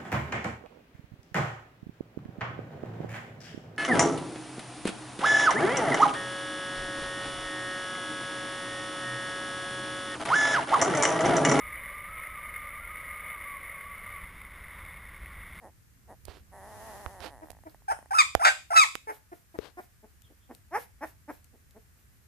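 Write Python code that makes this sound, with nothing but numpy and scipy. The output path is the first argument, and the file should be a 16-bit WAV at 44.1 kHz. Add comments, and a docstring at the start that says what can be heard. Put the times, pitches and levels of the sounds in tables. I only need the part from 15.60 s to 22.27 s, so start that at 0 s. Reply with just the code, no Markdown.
"""Puppies on a barn floor

Young puppies lie on concrete, a step from a hand-held phone. One grunts twice and groans through its
nose until the voice breaks into clicks; four squeals and a run of short whimpers follow. Each voice is
a train of vocal-fold pulses coloured by snout, muzzle or mouth. Noses puff and squeak, paws scuff,
straw snaps and small taps sound up close, while the barn answers the louder calls over a low rumble."""
import sys
import numpy as np
from scipy import signal
from scipy.fft import rfft, irfft
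from scipy.io import wavfile
from scipy.ndimage import uniform_filter1d, map_coordinates

SR = 44100
rng = np.random.default_rng(int(sys.argv[2]) if len(sys.argv) > 2 else 0)


def wav_out(sig):
    """Save sig, one row per channel (or a flat mono array), as 16-bit PCM at SR to the path in sys.argv[1]."""
    wavfile.write(sys.argv[1], SR, np.round(np.clip(np.atleast_2d(sig).T, -1, 1) * 32767).astype(np.int16))


N = 294147
T = np.arange(N) / SR

# EQ curves, all (frequency [Hz], gain [dB])
AIR_EQ = [(30, -5.5), (90, -8.5), (200, -16), (400, -26.5), (900, -26), (1700, -20.5), (3500, -30.5),
          (7000, -27.5), (14500, -28)]  # still barn air
RUMBLE_EQ = [(20, -13), (45, -8.5), (70, -2.5), (110, -9.5), (180, -19.5), (400, -30.5), (1500, -69)]  # hand and draught
BARN_EQ = [(100, -12), (500, 3), (1200, -3.5), (2500, 10.5), (5000, 3.5), (8000, 9.5), (14500, 5)]  # echo off walls and roof
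NOSE_HISS_EQ = [(1000, 0), (2000, -3), (4000, -5.5), (6500, -7), (9000, -5.5), (12000, -0.5), (14500, 0.5)]  # breath through the nostrils
STRAW_EQ = [(800, -23), (3000, -4), (8000, -2), (13000, -2.5)]  # a snapping stalk
SCUFF_EQ = [(80, -13.5), (400, 5.5), (1400, -3), (2500, -7), (4300, -7.5), (7000, -20.5), (10000, -22.5),
            (14500, -25.5)]  # paws on concrete
CRACK_EQ = [(100, -5.5), (700, 7.5), (1500, 0.5), (3200, -9), (5300, -13.5), (9500, -24), (11500, -12.5),
            (14500, -30.5)]  # the attack of a tap
SNOUT_EQ = [(120, -24.5), (260, -2), (420, -5.5), (650, 4), (850, 4.5), (1100, -5), (1400, -13), (1900, -4),
            (2600, -44.5), (4500, -35.5), (9500, -22.5), (10800, -16), (12000, -32), (14500, -50)]  # voice through the nose
GROAN_AIR_EQ = [(1000, 5.5), (2000, -2.5), (4000, -7.5), (6500, -4), (9000, -8), (10700, -3), (12500, -4.5),
                (14500, -9.5)]  # air leaking with the groan
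MUZZLE_EQ = [(120, -27.5), (250, -3.5), (520, -5.5), (850, -3), (1100, -11), (1380, -15), (1750, -12.5),
             (2300, -22), (2900, -39.5), (4000, -56), (5400, -34.5), (7000, -45.5), (11000, -32.5),
             (14500, -52)]  # voice through a nearly shut muzzle
MOUTH_SHUT_EQ = [(200, -28), (500, -8.5), (800, 4), (1300, -2.5), (1700, -7.5), (2500, -26), (3200, -32.5),
                 (4000, -51), (5200, -22), (6800, -36), (9500, -22), (11500, -39.5), (14500, -37)]  # squeal, mouth shut
MOUTH_OPEN_EQ = [(300, -40), (800, 2.5), (1300, 7.5), (1900, 4.5), (2500, -2.5), (3100, -17.5), (3750, -6),
                 (4300, -14.5), (4950, -6), (5800, -20), (7400, -10.5), (9500, -19.5), (11000, -39.5),
                 (14500, -39.5)]  # squeal, mouth open

# fader ride on the rumble of hand and draught: (time [s], gain [dB])
RUMBLE_RIDE = [(0, -60.5), (1.0, -55), (1.6, -55.5), (2.2, -58), (3.6, -64.5), (4.3, -62), (5.4, -59.5),
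               (6.67, -61)]
# the phone turns to face the litter: (time [s], lead at the left port [ms])
BEARING = [(2.0, 0.387), (3.5, 0.445), (4.2, 0.2174), (4.9, 0.0512), (6.2, 0.072)]
# straws snapping: (time [s], peak [dB], left minus right [dB])
STRAW_SNAPS = [(0.653, -33, -15.5), (1.904, -38.5, -18), (1.916, -44.5, -20.5), (4.62, -45, 13.5),
               (4.949, -39.5, 11.5), (5.844, -47, 16.5), (6.109, -43.5, 4.5)]
# paws dragging: (centre [s], half width [s], level [dB], left minus right [dB])
SCUFFS = [(0.701, 0.0262, -53.5, -14), (0.748, 0.0462, -56.5, -11), (1.649, 0.034, -45, -17.5),
          (4.049, 0.0463, -55, 19.5)]
# close taps: (time [s], gain [dB], ring pitch [Hz], ring t60 [s], relative crack [dB],
#  relative thump [dB], left minus right [dB])
TAPS = [(0.653, -53.5, 600, 0.0091, -9, 3, -24), (0.683, -27.5, 584, 0.00526, -17.5, -11, -18.5),
        (1.4622, -18, 1138, 0.00288, -35, -19, -19.5), (1.605, -35, 1007, 0.0157, 1.5, -10, -14),
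        (1.904, -38, 696, 0.017, 3.5, -9, -16), (2.097, -53, 4500, 0.006, -8, -18, -14.5),
        (2.7513, -15.5, 764, 0.014, -0.5, -20, -29.5), (3.354, -27.5, 795, 0.0106, 8, -36, -20),
        (3.9888, -24.5, 436, 0.02115, -12, -25.5, 28)]
# nose whistles: (time [s], length [s], start pitch [Hz], end pitch [Hz], level [dB])
SQUEAKS = [(4.624, .06, 3748, 2985, -65.5), (4.797, 0.08, 3320, 3520, -71.5)]
# hoarse grunts: (time [s], length [s], start pitch [Hz], pulse gain [dB])
GRUNTS = [(.002, 0.11, 243.3, -13.5), (.47, .088, 235.9, -12.5)]
# pitch line of the long groan: (time [s], pulse rate [Hz])
GROAN_PITCH = [(0.92, 179.9), (0.942, 208.7), (1.014, 188.8), (1.098, 216.2), (1.186, 209.9), (1.262, 226),
               (1.352, 194.5), (1.42, 210.6), (1.476, 172.7), (1.52, 200), (1.738, 137.7), (1.8, 95.55)]
# lone throat clicks after the groan: (time [s], pulse gain [dB])
THROAT_CLICKS = [(2.037, -18), (2.146, -16), (2.221, -26), (2.389, -10), (2.427, -15), (2.459, -16.5)]
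# short low calls: (time [s], length [s], start pitch [Hz], crest pitch [Hz], end pitch [Hz],
#  level [dB], roughness [0-1], attack softness [exponent])
WHIMPERS = [ (1.813, 0.0417, 305.5, 321.2, 293.4, -44.5, 0.04, 0.7),
            (2.05, 0.0406, 328, 320.5, 300.6, -43, 0.05, 1.04),
            (3.47, 0.0619, 445.1, 429.4, 418, -34.5, 0.13, 0.265),
            (3.715, 0.032, 346.5, 354.2, 329, -43, 0.1, .35),
            (3.94, 0.0304, 346.5, 323, 318, -45, .09, 0.38),
            (4.169, 0.0439, 344.4, 368.6, 351.4, -39.5, 0.13, 0.445),
            (4.425, 0.0382, 202, 218.2, 217, -51.5, 0.07, .8),
            (4.689, 0.0419, 231, 258.6, 230.7, -58, 0.42, 1),
            (4.888, 0.046, 253, 246.5, 225.6, -43.5, 0.4, 1.18),
            (5.105, .094, 279.8, 420.7, 547.8, -28.5, .07, 1.49),
            (5.405, .058, 248.4, 326, 350.4, -35, 0.17, 0.79),
            (5.676, 0.0473, 273.3, 312.2, 251.1, -38, 0.13, 0.79),
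            (5.924, 0.0395, 229.6, 257.4, 227, -56.5, 0.34, 1),
            (6.143, 0.0485, 198.1, 214.6, 223.4, -51, 0.09, 1)]
# high cries: (time [s], length [s], low pitch [Hz], top pitch [Hz], climb after [s], crest after [s],
#  slide from the crest [Hz/s], open-mouth level [dB], mouth opens after [s], added opening [0-1],
#  rasp after [s], rasp half width [s], rasp [0-1])
SQUEALS = [ (2.279, 0.06365, 745.7, 924.2, .024, 0.052, -1500, -24.5, 0.0307, 0, .044, .009, 1),
           (2.506, 0.1254, 735.4, 1344, .03, 0.0534, -3400, -13, .078, 0.5, .074, 0.022, 0.1),
           (2.793, .124, 616.9, 1278, .03, .064, 9001.5, -13.5, .054, 0.36, .078, .022, .78),
           (3.102, 0.1511, 626, 1348, 0.03012, 0.0664, -3700, -10, 0.05884, .3, 0.0644, 0.017, 0.16)]

PLAIN_DB = -40.5  # a middling whimper; louder ones are brighter and end in a stronger puff


def undb(db):
    """Decibels to gain."""
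    return 10 ** (np.asarray(db) / 20)


def unit(x):
    """Scale to rms 1."""
    return x / np.sqrt(np.mean(x ** 2))


def steady(x, window_s=0.0074):
    """Hold the short-term rms at 1."""
    return x / np.sqrt(np.abs(uniform_filter1d(x ** 2, int(window_s * SR))) + 1e-9)


def ramp(x):
    """Rise from 0 to 1 and stay there."""
    return np.clip(x, 0, 1)


def ease(x):
    """Smooth step from 0 to 1 around x = 0."""
    return (1 + np.tanh(x / 2)) / 2


def waver(size, rate_hz=45):
    """Smooth random modulation of rms 1."""
    width = int(SR / rate_hz)
    return unit(uniform_filter1d(uniform_filter1d(rng.standard_normal(size), width), width))


def colour(x, curve):
    """Minimum-phase EQ along a curve of (frequency [Hz], gain [dB])."""
    size = 2048
    hz, db = np.transpose(curve)
    grid = np.maximum(np.fft.rfftfreq(size, 1 / SR), 1)
    cepstrum = irfft(np.log(undb(np.interp(np.log(grid), np.log(hz), db))))
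    cepstrum[1:size // 2] *= 2
    cepstrum[size // 2 + 1:] = 0
    return signal.fftconvolve(x, irfft(np.exp(rfft(cepstrum))))[:len(x)]


def noise(curve, size=N):
    """Coloured noise of rms 1."""
    return unit(colour(rng.standard_normal(size), curve))


def wide_noise(curve):
    """Coloured noise, independent left and right."""
    return np.array([noise(curve), noise(curve)])


def place(x, pan_db=0, lead_ms=0):
    """Pan between two microphone ports: the nearer one hears it earlier or louder."""
    late = map_coordinates(x, [np.arange(len(x)) - lead_ms * SR / 1000], order=5)
    return np.array([x * undb(pan_db / 2), late * undb(-pan_db / 2)])


def add(out, start, x):
    """Mix a sound in at a start time in seconds."""
    i = max(int(start * SR), 0)
    out[:, i:i + x.shape[1]] += x[:, :N - i]


def background(trim_db=-3):
    """The bed: still barn air and the uneven rumble of hand and draught."""
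    air = wide_noise(AIR_EQ) * undb(-63.5)
    rumble = place(noise(RUMBLE_EQ), pan_db=-2) + wide_noise(RUMBLE_EQ)
    return air + rumble * undb(np.interp(T, *np.transpose(RUMBLE_RIDE)) + trim_db)


def barn(send, low_t60=0.232, high_t60=0.3415, predelay_s=0.0015, build_s=0.0015):
    """Diffuse echo of walls and roof in two bands, different at each port."""
    t = np.arange(int(.7 * SR)) / SR
    out = []
    for channel in send:
        low = noise([(1500, -6.0), (4000, -21.5), (9000, -47)], len(t))
        high = noise([(1000, -29.5), (3000, 0.0)], len(t))
        tail = 0.5244 * low * undb(-60 * t / low_t60) + high * undb(-60 * t / high_t60)
        tail *= ramp((t - predelay_s) / build_s)
        response = colour(tail / np.linalg.norm(tail), BARN_EQ)
        out.append(signal.fftconvolve(channel, response)[:N])
    return np.array(out)


def nose(snuffle_db=-79, puff_db=-64, puff_delay_s=.014, puff_half_s=.038):
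    """Thin hiss from the nostrils: faint snuffling, and a puff as each whimper ends."""
    flow = undb(snuffle_db + 4 * waver(N, rate_hz=27))
    for start, length, _, _, _, db, _, _ in WHIMPERS:
        puff = np.exp(-((T - start - length - puff_delay_s) / puff_half_s) ** 2)
        flow += puff * undb(puff_db + 1.0454 * (db - PLAIN_DB))
    hiss = noise(NOSE_HISS_EQ) + wide_noise(NOSE_HISS_EQ)
    return hiss * flow


def straw(t60=0.0115):
    """Dry stalks give way with a thin tick."""
    out = np.zeros((2, N))
    t = np.arange(SR // 20) / SR
    for start, db, pan_db in STRAW_SNAPS:
        snap = noise(STRAW_EQ, len(t)) * undb(-60 * t / t60)
        add(out, start, place(snap / np.abs(snap).max() * undb(db), pan_db))
    return out


def scuffs(grain_db=3.5):
    """Paws and fur drag over gritty concrete in swells of tiny slips."""
    out = np.zeros((2, N))
    for centre, half, db, pan_db in SCUFFS:
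        u = np.linspace(-2, 2, int(4 * half * SR))
        slips = rng.standard_normal(len(u))
        slips *= undb(grain_db * np.minimum(rng.exponential(size=len(u)), 2 * np.pi))
        drag = unit(colour(slips, SCUFF_EQ)) * np.exp(-u ** 2)
        add(out, centre - 2 * half, place(drag * undb(db), pan_db))
    return out


def taps(ring_db=-3, crack_t60=0.0033, grit=0.25, thump_hz=78, thump_t60=0.068):
    """Dry taps close to the microphone: a crack, a dead ring and a soft thump."""
    out = np.zeros((2, N))
    t = np.arange(SR // 10) / SR
    for start, db, ring_hz, ring_t60, crack_db, thump_db, pan_db in TAPS:
        contact = (t == 0) + grit * rng.standard_normal(len(t)) * undb(-60 * t / crack_t60)
        crack = colour(contact, CRACK_EQ)
        crack *= undb(crack_db) / np.abs(crack).max()
        ring = np.sin(2 * np.pi * ring_hz * t) * undb(ring_db - 60 * t / ring_t60)
        thump = np.sin(2 * np.pi * thump_hz * t) * undb(thump_db - 60 * t / thump_t60)
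        add(out, start, place((crack + ring + thump) * undb(db), pan_db))
    return out


def squeaks(wobble=.05):
    """Faint, unsteady whistles from a puppy's nose."""
    out = np.zeros((2, N))
    for start, length, start_hz, end_hz, db in SQUEAKS:
        u = np.linspace(0, 1, int(length * SR))
        hz = (start_hz + (end_hz - start_hz) * u) * (1 + wobble * waver(len(u), rate_hz=500))
        whistle = np.sin(2 * np.pi * np.cumsum(hz) / SR) * np.sin(np.pi * u)
        add(out, start, place(whistle * undb(db)))
    return out


def folds(hz, roughness, jitter=0.4246, shimmer_db=4, doubling=0.49, leak=0.418):
    """Vocal folds pulse once a cycle; roughness scatters pulses, weakens every second one, leaks air."""
    phase = np.cumsum(hz) / SR
    cycles = np.arange(1, int(phase[-1]))
    at = np.interp(cycles, phase, np.arange(len(hz)))
    rough = ramp(roughness[at.astype(int)])
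    chance = rng.standard_normal((len(at), 2))
    at = at + jitter * rough * chance[:, 0] * SR / hz[at.astype(int)]
    strength = undb(shimmer_db * rough * chance[:, 1]) * (1 + doubling * rough * (-1) ** cycles)
    # a windowed sinc lets each pulse land between samples
    samples = at.astype(int)[:, None] + np.arange(-7, 9)
    offset = samples - at[:, None]
    shapes = strength[:, None] * np.sinc(offset) * np.cos(np.pi * offset / 16) ** 2
    pulses = np.bincount(np.clip(samples, 0, len(hz) - 1).ravel(), shapes.ravel(), len(hz))
    airflow = leak * roughness * np.sqrt(hz / SR) * (1 + np.cos(2 * np.pi * phase))
    return pulses - hz / SR + airflow * rng.standard_normal(len(hz))


def grunts(sag=0.52, roughness=0.186):
    """Short hoarse grunts through the snout that swell and sag in pitch."""
    out = np.zeros((2, N))
    for start, length, start_hz, db in GRUNTS:
        u = np.linspace(0, 1, int(length * SR))
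        pulses = folds(start_hz * (1 - sag * u ** 2), np.full(len(u), roughness))
        swell = np.abs(np.sin(np.pi * u)) ** 1.52
        voice = colour(pulses * swell * undb(db), SNOUT_EQ)
        muffled = colour(voice, [(450, 2.5), (1600, -4.5)])  # by fur
        add(out, start, place(muffled, pan_db=-1))
    return out


def groan(start_s=.912, crest_s=1.307, end_s=2.03, attack_s=0.023, release_s=0.154, slacken_s=.27):
    """Slack, wavering folds ring the snout and slow into single clicks; air leaks most at the crest."""
    pulse_db, fade_db_per_s, tremble_db = -12.5, -8, 1.22
    roughness, wobble = .07, .008
    air_db, air_half_s = -51.5, 0.259
    times, pitches = np.transpose(GROAN_PITCH)
    t = np.arange(start_s, end_s, 1 / SR)
    slowing = np.exp(-np.maximum(t - times[-1], 0) / slacken_s)
    hz = np.interp(t, times, pitches) * slowing * (1 + wobble * waver(len(t)))
    db = pulse_db + fade_db_per_s * np.abs(t - crest_s) + tremble_db * waver(len(t))
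    envelope = undb(db) * ramp((t - start_s) / attack_s) * ramp((t[-1] - t) / release_s) ** .5
    pulses = np.zeros((1, N))
    add(pulses, start_s, folds(hz, np.full(len(t), roughness))[None] * envelope)
    for at, click_db in THROAT_CLICKS:
        pulses[0, int(at * SR)] += undb(click_db)
    leak = undb(air_db) * np.exp(-((T - crest_s) / air_half_s) ** 2)
    return place(colour(pulses[0], SNOUT_EQ), pan_db=-1) + leak * wide_noise(GROAN_AIR_EQ)


def whimpers(crest=.55, fray=4.186, brightening=1.105, scatter=.02, scatter_t60=.075):
    """Short low calls through a nearly shut muzzle, each swelling and dying away."""
    out = np.zeros((2, N))
    t = np.arange(SR // 40) / SR
    for start, length, start_hz, crest_hz, end_hz, db, roughness, softness in WHIMPERS:
        u = np.linspace(0, 1, int(length * SR))
        hz = np.interp(u, [0, crest, 1], [start_hz, crest_hz, end_hz])
        voice = colour(folds(hz, roughness * fray * u ** 2), MUZZLE_EQ)  # starts clean, then frays
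        voice = colour(voice, [(305.8, 0), (1287, brightening * (db - PLAIN_DB))])
        # the muzzle opens with the push and lets the upper overtones out
        push = np.interp(u, [0, crest, 1], [0, 1, 0]) ** np.where(u < crest, softness, .9)
        voice = push * voice + (1 - push) * colour(voice, [(700, -0.5), (2200, -15.5)])
        # floor and litter mates scatter it within milliseconds
        reflections = (t == 0) + scatter * rng.standard_normal(len(t)) * undb(-60 * t / scatter_t60)
        voice = signal.fftconvolve(voice, reflections)[:len(u)]
        lead_ms = np.interp(start, *np.transpose(BEARING))
        add(out, start, place(unit(voice) * push * undb(db), lead_ms=lead_ms))
    return out


def squeals(attack_s=0.0069, release_s=0.0233, fade_db_per_s=-110, shake_db=1.93):
    """High arching cries; the overtones burst out as the mouth opens."""
    start_hz, dip_s, climb_s = 955.4, .004, .005
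    quaver, drop, drop_s = .012, 0.24, .026
    shut_db, strain_db_per_octave = -29.5, 6.5
    opening_s, ajar, shut_rough, open_rough = .002, .02, .11, .07
    out = np.zeros((2, N))
    for (start, length, low_hz, top_hz, climb_at, crest_at, slide,
         open_db, open_at, gape, rasp_at, rasp_half, rasp) in SQUEALS:
        t = np.arange(int(length * SR)) / SR
        # pitch: a dip from above, a climb, a slide from the crest on, a drop at the end
        climb_hz = low_hz + (top_hz - low_hz) * ease((t - climb_at) / climb_s)
        hz = climb_hz + (start_hz - low_hz) * np.exp(-t / dip_s) + slide * np.maximum(t - crest_at, 0)
        hz *= 1 - drop * ramp(1 - (length - t) / drop_s) ** 1.4
        hz *= 1 + quaver * ramp((t - climb_at) / climb_s) * waver(len(t), rate_hz=220)
        # level: grows with the climb while the mouth is shut, jumps as it opens, then fades
        opened = ease((t - open_at) / opening_s)
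        strained_db = shut_db + strain_db_per_octave * np.log2(climb_hz / low_hz)
        db = (1 - opened) * strained_db + opened * (open_db + fade_db_per_s * (t - open_at))
        db += shake_db * waver(len(t), rate_hz=300)
        envelope = undb(db) * ramp(t / attack_s) * ramp((length - t) / release_s)
        rasp_burst = rasp * np.exp(-((t - rasp_at) / rasp_half) ** 2)
        roughness = ramp((1 - opened) * shut_rough + opened * open_rough + rasp_burst)
        pulses = folds(hz, roughness ** 1.5)  # clean until the folds are driven hard
        mouth = ramp(ajar + gape * opened)
        voice = (1 - mouth) * colour(pulses, MOUTH_SHUT_EQ) + mouth * colour(pulses, MOUTH_OPEN_EQ)
        voice = colour(voice, [(top_hz * .22, -14), (top_hz * .45, 0)])  # little rasp below the pitch
        add(out, start, place(steady(voice) * envelope, lead_ms=0.4545))
    return out


def scene(cries_send_db=-12, near_send_db=-26):
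    """The mix: the cries fill the barn; the small sounds close by stay almost dry."""
    cries = squeals() + whimpers() + squeaks()
    near = grunts() + groan() + taps() + scuffs() + straw()
    echo = barn(cries * undb(cries_send_db) + near * undb(near_send_db))
    return cries + near + echo + nose() + background()


def record(dry, low_hz=38, top_hz=14600):
    """The phone drops the deepest bass and cuts the top."""
    low_cut = signal.sosfilt(signal.butter(2, low_hz, "high", fs=SR, output="sos"), dry)
    return signal.sosfilt(signal.ellip(10, .2, 80, top_hz, fs=SR, output="sos"), low_cut)


dry = scene()
out = record(dry)
wav_out(out)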